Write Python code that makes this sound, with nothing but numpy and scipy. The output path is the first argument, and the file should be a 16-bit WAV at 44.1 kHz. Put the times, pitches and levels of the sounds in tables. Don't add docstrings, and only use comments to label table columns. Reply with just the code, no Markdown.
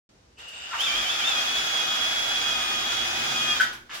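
import sys
import numpy as np
from scipy import signal
from scipy.fft import rfft, irfft
from scipy.io import wavfile

SR = 44100
rng = np.random.default_rng(int(sys.argv[2]) if len(sys.argv) > 2 else 0)


def unload_wav(signal):
    wavfile.write(
        sys.argv[1],
        SR,
        np.round(np.clip(np.atleast_2d(signal).T, -1, 1) * 32767).astype(np.int16),
    )


N = 176400
WHINE_ROOM_DB = 3


def drill(speed, shaft_angle):
    # multiple of the motor speed, relative level/dB
    motor_orders = [(7, -14), (7.745, -21), (8, 7), (8.325, -21), (8.5, -24), (8.75, -14), (9, -22),
                    (16, -17)]
    gear_orders = [(.555, -23.5), (1.817, -14), (2.503, -19), (3, -6.5), (4.245, -13.5), (4.5, -24),
                   (5, -18), (6, 1.5), (6.75, -10), (9.5, -22), (12, -10), (14, -12), (16.5, -18),
                   (17.26, -18), (21, -22)]
    # t/s, level/dB
    motor_levels = [(.36, -100), (.39, -63), (.72, -76), (.79, -25), (.83, -26.5), (1.0, -29),
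                    (1.05, -29.5), (1.1, -23), (1.14, -34.5), (1.22, -29.5), (1.29, -26.5), (1.36, -29.5),
                    (1.49, -28.5), (1.62, -30.5), (1.82, -24), (1.93, -19), (2.0, -27.5), (2.3, -25),
                    (2.39, -28.5), (2.53, -22), (2.63, -30.5), (2.8, -32.5), (2.9, -22.5), (3.0, -30.5),
                    (3.18, -34), (3.36, -26), (3.52, -28.5), (3.58, -39), (3.65, -85)]
    gear_levels = [(.36, -100), (.39, -66), (.72, -69), (.83, -31.5), (1.15, -35), (1.3, -30.5), (1.4, -32),
                   (1.6, -35), (2.05, -34), (2.3, -35.5), (2.45, -32.5), (2.75, -31.5), (2.88, -38),
                   (3.05, -31.5), (3.3, -31.5), (3.52, -28.5), (3.56, -40), (3.65, -85)]
    settled_s, settling_s, stutter_db = 1.34, 0.1127, 2
    hunting = np.clip((settled_s - seconds()) / settling_s, 0, 1)
    flutter = 0.00079 * wobble(hz=11)
    judder = 0.02202 * hunting * wobble(hz=112.4)
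    turn_ripple = .0004 * np.sin(shaft_angle)
    motor_angle = 2 * np.pi * np.cumsum(speed * (1 + flutter + judder + turn_ripple)) / SR
    out = 0
    for orders, levels in ((motor_orders, motor_levels), (gear_orders, gear_levels)):
        tones = 0
        for order, db in orders:
            gain = from_db(db + stutter_db * wobble(hz=20.6))
            tones += gain * np.sin(order * motor_angle + rng.uniform(0, 2 * np.pi))
        out += workshop(rms_one(tones) * from_db(in_time(levels)[0]), WHINE_ROOM_DB)
    return out


def cable(speed, shaft_angle, loops=5):
    # t/s, level/dB
    rub_levels = [(.35, -100), (.385, -46.5), (.55, -45), (.70, -40.5), (.76, -35.5), (.805, -31.5),
                  (.95, -29), (1.2, -31), (1.3, -29), (2.0, -29.5), (2.8, -29.5), (3.52, -29.5),
                  (3.59, -30.5), (3.65, -36), (3.72, -42), (3.80, -69), (3.888, -62), (3.898, -44),
                  (3.94, -32.5), (4, -57)]
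    # f/Hz, relative spectral level/dB
    rub_spectrum = [(60, -29), (130, -21), (240, -15.5), (480, -7), (780, 1), (1050, -3), (1500, 3.5),
                    (2000, -1.5), (2800, -2), (3500, 3.5), (3950, -4.5), (5000, -6), (7000, -8.5),
                    (7800, -19.5), (11000, -21), (16000, -23.5)]
    ticks_per_s, tick_spread_db, turn_depth, treble_hz = 900, 4.5, 0.63, 7200
    level = from_db(in_time(rub_levels)[0])
    treble = .25 + .75 * speed / speed.max()
    out = 0
    for _ in range(loops):
        sizes = from_db(tick_spread_db * np.minimum(rng.exponential(1, N), 5))
        signs = rng.choice([-1, 1], N)
        ticks = rms_one(sizes * signs * (rng.random(N) < ticks_per_s / SR))
        friction = rng.standard_normal(N) / 2 + 0.66 * ticks
        contact = 1 + turn_depth * np.sin(shaft_angle + rng.uniform(0, 2 * np.pi))
        rub = coloured(friction * contact, rub_spectrum)
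        dull, hiss = passband(rub, treble_hz), passband(rub, treble_hz, "high")
        rub = dull - treble * hiss
        out += workshop(level * rub, room_db=7.5, lag_s=.00038)
    return out / np.sqrt(loops)


def squeaks():
    # t/s, duration/s, f/Hz, level/dB
    slips = [(0.709, .03, 1387, -34.5), (3.599, 0.015, 1515, -14.5)]
    # f/Hz, level relative to the squeak/dB, T60/s
    chuck_modes = [(1310, -7.5, .13), (1405, -2, 0.097), (1655, -9, .2), (1725, -7.5, 0.13),
                   (1916, -17, 0.42), (3060, -10.5, 0.19), (3260, -14, 0.15), (4650, -22, 0.17)]
    attack_s, release_s, sag_hz_per_s, jitter_hz = 0.0021, 0.0019, 3000, 45.7
    out = 0
    for start_s, length_s, pitch_hz, level_db in slips:
        age = np.maximum(seconds() - start_s, 0)
        pitch = pitch_hz - sag_hz_per_s * np.minimum(age, length_s) + jitter_hz * wobble(hz=137)
        release = np.exp(-np.maximum(age - length_s, 0) / release_s)
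        slip = np.sqrt(2) * release * np.sin(2 * np.pi * np.cumsum(pitch) / SR)
        ring = sum(from_db(db - 60 * age / t60) * np.sin(2 * np.pi * (hz * age + rng.random()))
                   for hz, db, t60 in chuck_modes)
        out += from_db(level_db) * np.minimum(age / attack_s, 1) * (slip + ring)
    return workshop(out, room_db=2.5)


def knocks():
    # t/s, level before band-limiting/dB, attack/s, decay/s, lowest f/Hz, highest f/Hz
    impacts = [(.378, -38, 0.018, 0.017, 400, 9000), (.480, -36, 0.0072, .018, 4500, 10000),
               (0.729, -20, .004, 0.029, 704, 1720), (.731, -40, .004, 0.018, 3000, 12000),
               (.796, -22.5, 0.011, 0.016, 3000, 12600), (3.603, -19.5, .007, 0.019, 1900, 11000),
               (3.726, -35.5, .003, 0.025, 100, 13000), (3.893, -29.5, .004, 0.089, 1300, 1900),
               (3.93, -30, 0.026, 0.04, 2480, 13000)]
    # f/Hz, relative spectral level/dB
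    impact_spectrum = [(60, 1), (300, -33.5), (1000, 10), (3200, 8), (6500, -0.5), (8500, -4.5),
                       (16000, -5)]
    noise = coloured(rng.standard_normal(N), impact_spectrum)
    out = 0
    for start_s, db, attack_s, decay_s, low_hz, high_hz in impacts:
        age = np.maximum(seconds() - start_s, 0)
        envelope = np.minimum(age / attack_s, 1) * np.exp(-age / decay_s)
        clatter = passband(passband(noise, high_hz), low_hz, "high")
        out += from_db(db) * envelope * clatter
    return workshop(out, room_db=2)


def throttle():
    # t/s, level/dB
    whine_levels = [(.33, -100), (.38, -48), (.45, -46.5), (.58, -40.5), (.70, -41.5), (.79, -41),
                    (.83, -100), (3.87, -100), (3.91, -47), (4, -46)]
    # f/Hz, bandwidth/Hz, relative level/dB
    resonances = [(2650, 160, -11.5), (2847, 230, -1.5), (3660, 43, -18.5), (4850, 64, -16),
                  (7370, 120, -16), (8100, 83, -17)]
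    tones = 0
    for hz, width_hz, db in resonances:
        in_phase, quadrature = passband(rng.standard_normal((2, N)), width_hz / 2)
        phase = 2 * np.pi * hz * seconds()
        tones += from_db(db) * rms_one(in_phase * np.cos(phase) + quadrature * np.sin(phase))
    return workshop(rms_one(tones) * from_db(in_time(whine_levels)[0]), WHINE_ROOM_DB)


def hose(shaft_angle):
    # t/s, hum level/dB, rumble level/dB
    shake_levels = [(.7, -85, -86), (.89, -66, -58), (.98, -48, -49.5), (1.1, -72, -54), (1.6, -85, -50.5),
                    (2.2, -60.5, -51), (2.8, -59, -49), (3.1, -66, -46.5), (3.45, -63, -45),
                    (3.62, -63, -48), (3.85, -67, -60.5)]
    # f/Hz, relative spectral level/dB
    rumble_spectrum = [(25, -59), (72, 4), (100, -6), (140, 2.5), (190, -7), (235, 3.5), (290, -2),
                       (370, 3.5), (520, -21), (1500, -32)]
    hum_db, rumble_db = in_time(shake_levels)
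    hum = from_db(hum_db) * rms_one(np.sin(shaft_angle))
    rumble = from_db(rumble_db) * coloured(diffuse(N), rumble_spectrum)
    return hum + rumble


def air(level_db=-58.5):
    # f/Hz, relative spectral level/dB
    air_spectrum = [(25, -35), (55, 1), (75, 0.5), (95, -7), (200, -10.5), (460, -13.5), (1100, -21.5),
                    (2800, -25.5), (6000, -26.5), (9000, -37), (15000, -54)]
    return from_db(level_db) * coloured(diffuse(N), air_spectrum)


def workshop(x, room_db, lag_s=0):
    bass_t60_s, treble_t60_s, early_t60_s = 0.46, 0.33, 0.12
    early_db, gap_s = 6, .005
    t = np.arange(int(.7 * SR)) / SR
    noise = diffuse(len(t))
    bass = passband(noise, hz=1300, order=1)
    tail = bass * from_db(-60 * t / bass_t60_s) + (noise - bass) * from_db(-60 * t / treble_t60_s)
    early = diffuse(len(t)) * from_db(early_db - 60 * t / early_t60_s)
    response = rms_one((tail + early) * (t > gap_s)) / np.sqrt(len(t))
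    wet = signal.fftconvolve(x[None], response, axes=1)[:, :N]
    direct = np.array([np.pad(x, (round(lag_s * SR), 0))[:N], x])
    return (direct + from_db(room_db) * wet) / np.hypot(1, from_db(room_db))


def diffuse(size, wide_above_hz=415, bass_width=0.18):
    mid, side = rng.standard_normal((2, size))
    side = passband(side, wide_above_hz, "high") + bass_width * side
    return np.array([mid + side, mid - side])


def coloured(x, spectrum):
    hz, db = np.transpose(spectrum)
    bin_hz = np.maximum(np.fft.rfftfreq(N, 1 / SR), 1)
    gain = from_db(np.interp(np.log(bin_hz), np.log(hz), db)) * (bin_hz > 18)
    return rms_one(irfft(rfft(x) * gain, N))


def wobble(hz):
    return rms_one(passband(rng.standard_normal(N), hz))


def passband(x, hz, kind="low", order=2):
    return signal.sosfilt(signal.butter(order, np.clip(hz, 1, .45 * SR), kind, fs=SR, output="sos"), x)


def in_time(rows):
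    times, *columns = np.transpose(rows)
    return [np.interp(seconds(), times, column) for column in columns]


def seconds():
    return np.arange(N) / SR


def from_db(db):
    return 10 ** (np.asarray(db) / 20)


def rms_one(x):
    return x / np.sqrt(np.mean(x ** 2) + 1e-20)


def scene():
    # t/s, f/Hz
    motor_speed = [(.37, 50), (.70, 110), (.76, 310), (.80, 385), (.83, 452), (.855, 440), (.88, 395),
                   (.91, 378), (.96, 408), (1.01, 421), (1.045, 392), (1.075, 388), (1.10, 430),
                   (1.125, 436), (1.18, 418), (1.22, 385), (1.25, 440), (1.285, 452), (1.32, 424),
                   (1.37, 410), (1.45, 419.5), (1.55, 420), (1.9, 415.3), (2.05, 418.4), (2.3, 419),
                   (2.55, 415.6), (2.75, 413.6), (3.05, 418.6), (3.25, 417.7), (3.52, 410.6), (3.59, 395),
                   (3.63, 50), (3.88, 50), (3.95, 260)]
    gear_ratio = 11.1
    speed, = in_time(motor_speed)
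    shaft_angle = 2 * np.pi * np.cumsum(speed / gear_ratio) / SR
    return (air() + drill(speed, shaft_angle) + cable(speed, shaft_angle)
            + throttle() + hose(shaft_angle) + squeaks() + knocks())


def record(dry):
    pan_db, start_s, cutoff_hz = 2.5, .091, 15900
    top = dry - passband(dry, hz=11600, order=1)
    ear_gains = from_db([[-pan_db], [pan_db]])
    tilted = dry + top * (ear_gains - 1)
    steep_lowpass = signal.ellip(12, .1, 90, cutoff_hz, fs=SR, output="sos")
    return signal.sosfilt(steep_lowpass, tilted * (seconds() > start_s))


dry = scene()
out = record(dry)
unload_wav(out)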